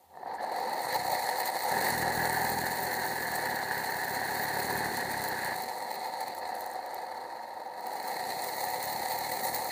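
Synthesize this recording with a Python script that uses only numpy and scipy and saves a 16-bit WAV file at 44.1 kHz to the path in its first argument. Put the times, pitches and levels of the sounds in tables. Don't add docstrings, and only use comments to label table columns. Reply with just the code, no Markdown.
import sys
import numpy as np
from scipy import signal
from scipy.io import wavfile
from scipy.ndimage import uniform_filter1d

SR = 44100
rng = np.random.default_rng(int(sys.argv[2]) if len(sys.argv) > 2 else 0)


def unload_wav(signal):
    wavfile.write(
        sys.argv[1],
        SR,
        np.round(np.clip(np.atleast_2d(signal).T, -1, 1) * 32767).astype(np.int16),
    )


def magnitude_from_level(level_db):
    exponent = np.asarray(level_db, float) / 20
    return 10 ** exponent


N = 428211
HZ = np.fft.rfftfreq(8192, 1 / SR)


def evened(x):
    return x / np.sqrt(np.mean(x ** 2) + 1e-20)


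def curves(rows):
    start_s, *columns = np.transpose(rows)
    return [np.interp(np.arange(N) / SR, start_s, column) for column in columns]


def slope(points):
    hz, level_db = np.transpose(points)
    return magnitude_from_level(np.interp(np.log(HZ + 1), np.log(hz + 1), level_db))


def modes(table, steep):
    power = 0
    for hz, width_hz, level_db in table:
        power = power + magnitude_from_level(level_db) ** 2 / (1 + (2 * (HZ - hz) / width_hz) ** 2) ** steep
    return np.sqrt(power)


def ring(x, gain):
    both_sides = np.r_[gain, gain[-2:0:-1]]
    log_gain = np.log(np.maximum(both_sides, 1e-6))
    response = np.fft.ifft(np.exp(np.conj(signal.hilbert(log_gain)))).real[:4096]
    return evened(signal.oaconvolve(x, response)[:N])


def noise():
    return rng.standard_normal(N)


def drift(hz):
    return evened(signal.lfilter(*signal.butter(2, hz, fs=SR), noise()))


def grit(per_s, spread_db):
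    size = magnitude_from_level(spread_db * np.minimum(rng.exponential(1, N), 5)) * noise()
    return evened(size * (rng.random(N) < per_s / SR))


# hz, level_db (per Hz)
YARD_HISS = [(18, -38), (30, -16), (152, 3), (523, -2), (612, -14), (1420, -9), (3740, -4), (8200, -12),
             (14600, -1), (15800, -7)]
# hz, width_hz, level_db
FAR_DRONE = (81.6, 9, -75)


def yard():
    hiss = ring(noise(), slope(YARD_HISS))
    drone = ring(noise(), modes([FAR_DRONE], steep=1.8))
    return magnitude_from_level(-69.5) * hiss + magnitude_from_level(FAR_DRONE[2]) * drone


# start_s, speed_hz
SHAFT_SPEED = [(0.1, 10.3), (0.39, 17.8), (0.47, 20.1), (0.58, 22.8), (0.98, 30.6), (1.46, 36.0),
               (1.92, 39.3), (3.02, 43.3), (3.15, 41.0), (3.77, 33.9), (3.9, 31.3), (4.41, 36.2),
               (4.52, 35.7), (4.78, 38.0), (5.0, 36.2), (5.08, 34.4), (5.72, 26.7), (6.04, 24.3),
               (6.17, 24.8), (6.33, 24.4), (6.55, 20.9), (6.95, 18.4), (7.81, 15.7), (7.91, 19.4),
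               (8.02, 23.2), (8.1, 25.6), (8.29, 29.3), (8.5, 33.1), (8.66, 34.9), (9.71, 41.4)]


def rotor():
    speed_hz = curves(SHAFT_SPEED)[0] * (1 + 0.006 * drift(hz=6))
    return np.cumsum(speed_hz) / SR


# start_s, peak_db, thud_over_peak_db
FRAME_KNOCKS = [(0.139, -39, -25), (0.151, -37, -20), (0.172, -28.5, -30), (0.231, -27, -29),
                (0.26, -26, -29), (0.28, -29, -28), (0.337, -32, -28), (0.423, -28, -31), (0.441, -24, -30),
                (0.526, -24, -31), (0.586, -22, -33), (0.846, -23, -25), (0.869, -20, -28),
                (0.946, -20, -30), (1.053, -23, -25), (1.546, -22, -29), (1.565, -20, -46),
                (1.764, -25, -18), (3.054, -22, -17), (3.628, -21, -32), (4.215, -22, -22),
                (4.687, -25, -18), (4.708, -21, -28), (4.883, -20.5, -20.5), (5.52, -20.5, -27),
                (6.274, -25.5, -24), (6.747, -26, -30), (7.505, -33, -33)]


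def knocks():
    start_s, peak_db, thud_db = np.transpose(FRAME_KNOCKS)
    at = np.round(start_s * SR).astype(int)
    t = np.arange(2000) / SR
    hits, thuds = np.zeros((2, N))
    hits[at] = magnitude_from_level(peak_db)
    thuds[at] = magnitude_from_level(peak_db + thud_db)
    body = np.zeros(len(t))
    for hz, level_db in ((760, -2.5), (900, -8), (1800, -15.5)):
        body += magnitude_from_level(level_db - 60 * t / 0.032) * np.sin(2 * np.pi * hz * t)
    body *= np.minimum(t / 0.0013, 1)
    thud = magnitude_from_level(1 - 60 * t / 0.071) * np.sin(2 * np.pi * 150 * t) * np.minimum(t / 0.0068, 1)
    return (signal.oaconvolve(hits, body) + signal.oaconvolve(thuds, thud))[:N]


# start_s, rumble_db, rim_db, thump_db
SUPPORT_LEVELS = [(0.0, -88, -99, -77), (0.21, -57.5, -65, -73), (0.32, -59, -56, -73),
                  (0.4, -56, -53, -71), (0.78, -49, -53, -71), (0.97, -61, -53, -49), (1.16, -60, -51, -54),
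                  (1.43, -55, -49, -67), (1.65, -60, -54, -65), (1.67, -56, -55, -57),
                  (1.73, -41, -40.5, -48), (1.86, -40, -38, -52), (1.92, -43, -41.5, -44.5),
                  (2.16, -41.5, -42, -44.5), (2.4, -44, -39.5, -47), (2.59, -41, -45, -45),
                  (2.65, -44, -38.5, -48), (2.73, -46, -46, -53), (2.84, -41, -43, -48),
                  (2.92, -43.5, -43.5, -52), (4.05, -47, -43, -52), (4.84, -41.5, -42.5, -46),
                  (4.92, -43, -44, -50), (5.17, -45, -43.5, -47.5), (5.27, -44.5, -45.5, -52),
                  (5.52, -49.5, -42, -53), (5.6, -54, -57, -61), (5.9, -53.5, -61, -71),
                  (6.14, -58, -60, -72), (6.22, -60.5, -60, -67), (6.3, -48, -62, -61),
                  (6.35, -64, -58, -72), (6.46, -57, -58, -75), (6.52, -56, -55.5, -69),
                  (6.87, -65.5, -58, -79), (7.14, -60, -58, -70), (7.57, -64.5, -62.5, -78),
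                  (8.09, -53.5, -55, -71), (8.27, -48.5, -56, -57), (8.44, -52.5, -63, -63),
                  (8.87, -57, -57, -55.5), (8.93, -54, -58.5, -52), (9.0, -44, -57, -56),
                  (9.06, -56, -56, -60), (9.3, -54, -62, -52), (9.38, -47, -59, -58),
                  (9.57, -52, -56, -53.5), (9.71, -51, -65, -57)]
# hz, level_db
THUMP_SPECTRUM = [(25, -46), (40, -12), (70, -7), (120, -1), (160, -0.5), (220, -6.5), (320, -7),
                  (450, -19), (700, -16), (1500, -100)]
# hz, level_db (per Hz)
RUMBLE_SPECTRUM = [(80, -54.5), (140, -14.5), (190, -6), (240, -2.5), (290, -10), (400, 1), (450, -3.5),
                   (600, -26), (1000, -87)]
# hz, width_hz, level_db
RIM_MODES = [(886, 128, 2.5), (1490, 74, -11), (1552, 92, -3), (1717, 110, 5.5), (1874, 142, 3)]


def supports(turns):
    rumble_db, rim_db, thump_db = curves(SUPPORT_LEVELS)
    blows = np.diff(np.floor(turns), prepend=0) * magnitude_from_level(1.9 * drift(hz=30))
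    chatter = 0.5 + 0.56 * np.exp(-(turns % 1) / 0.33)
    thump = ring(evened(blows) + 0.41 * chatter * noise(), slope(THUMP_SPECTRUM))
    rumble = ring(chatter * noise(), slope(RUMBLE_SPECTRUM))
    rim_grit = chatter ** 0.68 * magnitude_from_level(1.3 * drift(hz=13)) * grit(per_s=4000, spread_db=2.2)
    buzz = ring(rim_grit, modes(RIM_MODES, steep=1.26))
    return magnitude_from_level(thump_db + 0.5) * thump + magnitude_from_level(rumble_db - 1.5) * rumble + magnitude_from_level(rim_db + 5.5) * buzz


# start_s, peak_db, pitch_hz
BEARING_TICKS = [(0.4459, -43, 8490), (0.5228, -40, 8900), (0.5622, -35, 15000), (0.6954, -37, 10900),
                 (0.8186, -29, 14900), (0.9268, -31, 13000), (0.9434, -25, 14900), (1.4566, -23, 13900),
                 (1.54, -32, 8600), (1.5903, -28, 15100), (1.8497, -26, 14900), (2.3272, -24, 14700),
                 (2.5, -22.5, 14600), (2.7103, -32, 14600), (2.9188, -31, 15200), (3.3169, -27, 15100),
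                 (3.3598, -25, 8200), (3.8422, -37, 15000), (3.8986, -30, 15000), (3.953, -34, 15100),
                 (4.0438, -31, 15100), (4.1266, -33, 14500), (4.7257, -30, 14800), (4.9696, -25, 14900),
                 (5.2171, -33, 14800), (5.2387, -23, 15100), (5.2856, -24, 15000), (5.4463, -27, 14900),
                 (5.6212, -29, 14900), (5.7833, -35, 13000), (5.904, -39, 14900), (5.916, -34, 14650),
                 (5.9539, -32, 15000), (6.14, -42, 15320), (6.2812, -34, 14900), (6.349, -33, 14950),
                 (6.3854, -36, 11000), (6.4772, -40, 8700), (6.551, -34, 10900), (6.6073, -31, 14000),
                 (6.661, -32, 15000), (6.7346, -38, 14900), (6.8614, -35.5, 15000), (6.9442, -32, 14100),
                 (7.1455, -44, 8900), (7.5837, -51, 8410), (7.8075, -38, 15000), (7.8673, -31, 14900),
                 (7.9334, -34, 14600), (8.0269, -32, 14360), (8.0771, -32, 14400), (8.0771, -34, 14900),
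                 (8.441, -26, 14800), (8.566, -30, 15000), (8.8279, -24, 15100), (8.8553, -26, 15000),
                 (9.0983, -28.5, 15000), (9.1217, -29, 14830), (9.1876, -25, 14900), (9.5472, -22, 15000),
                 (9.644, -25, 14600)]


def ticks():
    out = np.zeros(N + SR)
    t = np.arange(400) / SR
    shape = np.minimum(t / 0.0008, 1) * magnitude_from_level(-60 * t / 0.011)
    for start_s, peak_db, pitch_hz in BEARING_TICKS:
        crackle = np.diff(rng.standard_normal(400), prepend=0)
        burst = np.sin(2 * np.pi * pitch_hz * t) + 0.57 * crackle
        out[round(start_s * SR):][:400] += magnitude_from_level(peak_db + 0.5) * shape * burst
    return out[:N]


def pings(table, catch, per_s, spread_db):
    total = np.zeros(N)
    for hz, width_hz, level_db in table:
        strikes = catch * grit(per_s, spread_db)
        total += magnitude_from_level(level_db) * ring(strikes, modes([(hz, width_hz, 0 + level_db)], steep=1.45))
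    return evened(total)


RATTLE_LEVELS = sum([ [(0.09, -61.5, -81.5, -75, -82), (0.318, -35.5, -59, -73, -81),
                 (0.352, -37.5, -61, -58, -80), (0.382, -43, -60, -72, -71), (0.4, -36, -53, -72, -71)],
                 [(0.42, -35, -53.5, -58, -66), (0.49, -35.5, -56, -63, -67), (0.57, -34, -49, -54, -62),
                 (0.75, -32.5, -47.5, -53.5, -57), (0.83, -34.5, -46, -48, -50),
                 (0.86, -34, -48.5, -47.5, -58), (0.94, -34, -41, -48, -53), (0.96, -29, -42, -44, -42),
                 (0.99, -37.5, -47, -49.5, -56), (1.12, -29.5, -43, -42.5, -40), (1.17, -33, -42, -47, -53),
                 (1.19, -34, -44.5, -44, -46), (1.35, -32.5, -45, -45.5, -52),
                 (1.4, -31.5, -43, -43.5, -40), (1.43, -32, -40, -48, -51), (1.45, -34.5, -46, -42, -48),
                 (1.48, -32.5, -41, -44, -40), (1.53, -34.5, -47.5, -49, -56), (1.56, -33, -43.5, -44, -47),
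                 (1.64, -34, -43.5, -44.5, -42), (1.66, -31, -45.5, -44.5, -51),
                 (1.89, -33.5, -42.5, -42.5, -43), (1.94, -36.5, -44, -42.5, -51),
                 (2.0, -34.5, -43.5, -42, -43), (2.07, -31.5, -45, -47, -53),
                 (2.13, -33.5, -45, -43.5, -45), (3.24, -37.5, -46.5, -46, -46),
                 (3.42, -34.5, -46, -46, -52), (3.5, -36.5, -45.5, -48, -48), (3.99, -38, -47, -47.5, -48),
                 (4.76, -35, -45, -45.5, -47), (4.82, -37, -45.5, -45.5, -50),
                 (5.62, -37.5, -47.5, -49, -52), (5.83, -37.5, -52, -53.5, -60),
                 (5.96, -38.5, -48, -54, -52), (5.98, -37, -51, -56, -67), (6.03, -36.5, -48.5, -52.5, -56),
                 (6.16, -38.5, -51.5, -56, -64), (6.24, -37, -49, -52, -56), (6.32, -40.5, -51, -58, -63),
                 (6.4, -36.5, -55.5, -54.5, -57), (6.42, -40, -53, -63, -65), (6.5, -37, -51.5, -54, -60),
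                 (6.53, -37, -53, -61, -68), (6.55, -37, -52, -56, -61), (6.6, -38.5, -57, -56, -52),
                 (6.63, -39, -54, -55.5, -62), (6.79, -38.5, -55.5, -60, -68), (7.71, -42, -60, -66.5, -73),
                 (7.92, -36, -52, -52.5, -55), (8.0, -39, -53, -55, -59), (8.08, -35, -48.5, -49, -47),
                 (8.13, -37, -48, -51.5, -55), (8.41, -37, -46.5, -47, -50), (8.47, -35.5, -46, -45.5, -46),
                 (9.27, -36, -45, -46, -46.5), (9.48, -34.5, -45, -42, -41), (9.53, -35, -48, -45, -49),
                 (9.55, -36.5, -43, -42, -37), (9.61, -36.5, -48.5, -47, -52), (9.66, -31.5, -45, -43, -42),
                 (9.68, -35, -50, -45, -46), (9.71, -40, -39, -44, -47)], ], [])
# hz, width_hz, level_db
HOUSING_MODES = [(226, 30, -21.5), (328, 61, -18), (395, 24, -16), (512.3, 48.6, -5), (600, 133, -9.5),
                 (745.5, 57.5, 1.5), (794, 44, -1.5), (873.5, 74, -1.5), (933, 74, -2.5), (1170, 70, -19.5),
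                 (1287, 180, -21.5), (1345, 57, -22.5)]
# hz, width_hz, level_db
CAGE_MODES = [(1744, 54, 2.5), (1877, 96, 5.5), (1997, 75, 5.5), (2157, 120, 0.5), (2483, 280, -10),
              (2930, 60, -10.5), (3140, 60, -20.5), (3460, 50, -15), (3748, 81, -8), (4153, 275, 1.5),
              (4336, 193, 1), (4596, 230, -5), (5040, 240, -14.5)]
# hz, level_db (per Hz)
FIZZ_SPECTRUM = [(3180, -44), (5400, -6.5), (7170, 0.5), (7760, -2.5), (8520, 2), (9620, -1.5), (11100, 0),
                 (11900, -2), (13300, -8)]
# hz, width_hz, level_db
RACE_MODES = [(6520, 460, -6), (7340, 540, -7), (8600, 790, 0.5), (9850, 770, -6.5), (11000, 660, -2),
              (12700, 800, -5.5)]
# hz, width_hz, level_db
BALL_MODES = [(13700, 440, -2), (14550, 440, -6), (14900, 490, 0)]
# hz, width_hz, depth_db
MODE_DIPS = [(30, 110, 13), (1056, 60, 2.5), (1484, 81, 4.5), (2830, 52, 7), (3044, 78, 13),
             (5135, 116, 5.5)]


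def bearings(turns):
    hum_db, cage_db, fizz_db, spark_db = curves(RATTLE_LEVELS)
    load = evened(drift(hz=18.3) + 2.15 * drift(hz=74) + 0.5 * np.cos(2 * np.pi * turns))
    shared = grit(per_s=4000, spread_db=1.8)
    dips = magnitude_from_level(-sum(depth_db * np.exp(-((HZ - hz) / width_hz) ** 2) for hz, width_hz, depth_db in MODE_DIPS))

    hum = ring(magnitude_from_level(1.22 * load) * (shared + 1.22 * noise()), dips * modes(HOUSING_MODES, steep=1.5))
    cage = ring(magnitude_from_level(1.85 * load) * (shared + 0.98 * noise()), dips * modes(CAGE_MODES, steep=1.25))

    catch = magnitude_from_level(2.9 * load + 1.4 * drift(hz=14.7) + 2.5 * drift(hz=200))
    bed = ring(magnitude_from_level(1.56 * load) * (shared + noise()), dips * slope(FIZZ_SPECTRUM))
    fizz = bed + 0.7 * pings(RACE_MODES, catch, per_s=500, spread_db=2.5)

    hiss = ring(magnitude_from_level(1.7 * load) * noise(), modes(BALL_MODES, steep=1.6))
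    ball_catch = catch * magnitude_from_level(1.3 * drift(hz=8.8))
    sparks = 0.64 * hiss + pings(BALL_MODES, ball_catch, per_s=650, spread_db=3.0)

    low = magnitude_from_level(hum_db + 0.15) * hum + magnitude_from_level(cage_db + 4.0) * cage
    return low + magnitude_from_level(fizz_db - 1.0) * fizz + magnitude_from_level(spark_db - 0.5) * sparks


def scene():
    turns = rotor()
    return (yard() + knocks() + supports(turns) + ticks() + bearings(turns))[None]


def drop_valleys(x):
    hz, _, z = signal.stft(x, SR, nperseg=1024, noverlap=768)
    near = uniform_filter1d(uniform_filter1d(abs(z) ** 2, size=3, axis=1), size=9, axis=2)
    around = uniform_filter1d(near, size=25, axis=1)
    weak = (near < around * magnitude_from_level(-5.5) ** 2) & (hz[:, None] > 2200)
    z = z * np.where(weak, magnitude_from_level(-3.5), 1)
    return signal.istft(z, SR, nperseg=1024, noverlap=768)[1][:, :N]


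def gate_top(x):
    edge_hz = 15310
    lowpass = signal.firwin(2047, edge_hz, window=("kaiser", 9), fs=SR)
    low = signal.oaconvolve(x, lowpass[None], "same")
    top = x - low
    power = top ** 2
    sharp = uniform_filter1d(power, size=90) > magnitude_from_level(11.5) ** 2 * uniform_filter1d(power, size=4000)
    held = np.minimum(uniform_filter1d(1.0 * sharp, size=700) * SR, 1)
    kept = uniform_filter1d(held, size=200)
    return low + magnitude_from_level(-17) * kept * top


def top_cut(x):
    return signal.sosfilt(signal.butter(12, 16310, fs=SR, output="sos"), x)


def record(dry):
    thinned = signal.lfilter(*signal.butter(2, 45, "high", fs=SR), dry)
    return top_cut(gate_top(drop_valleys(thinned)))


dry = scene()
out = record(dry)
unload_wav(out)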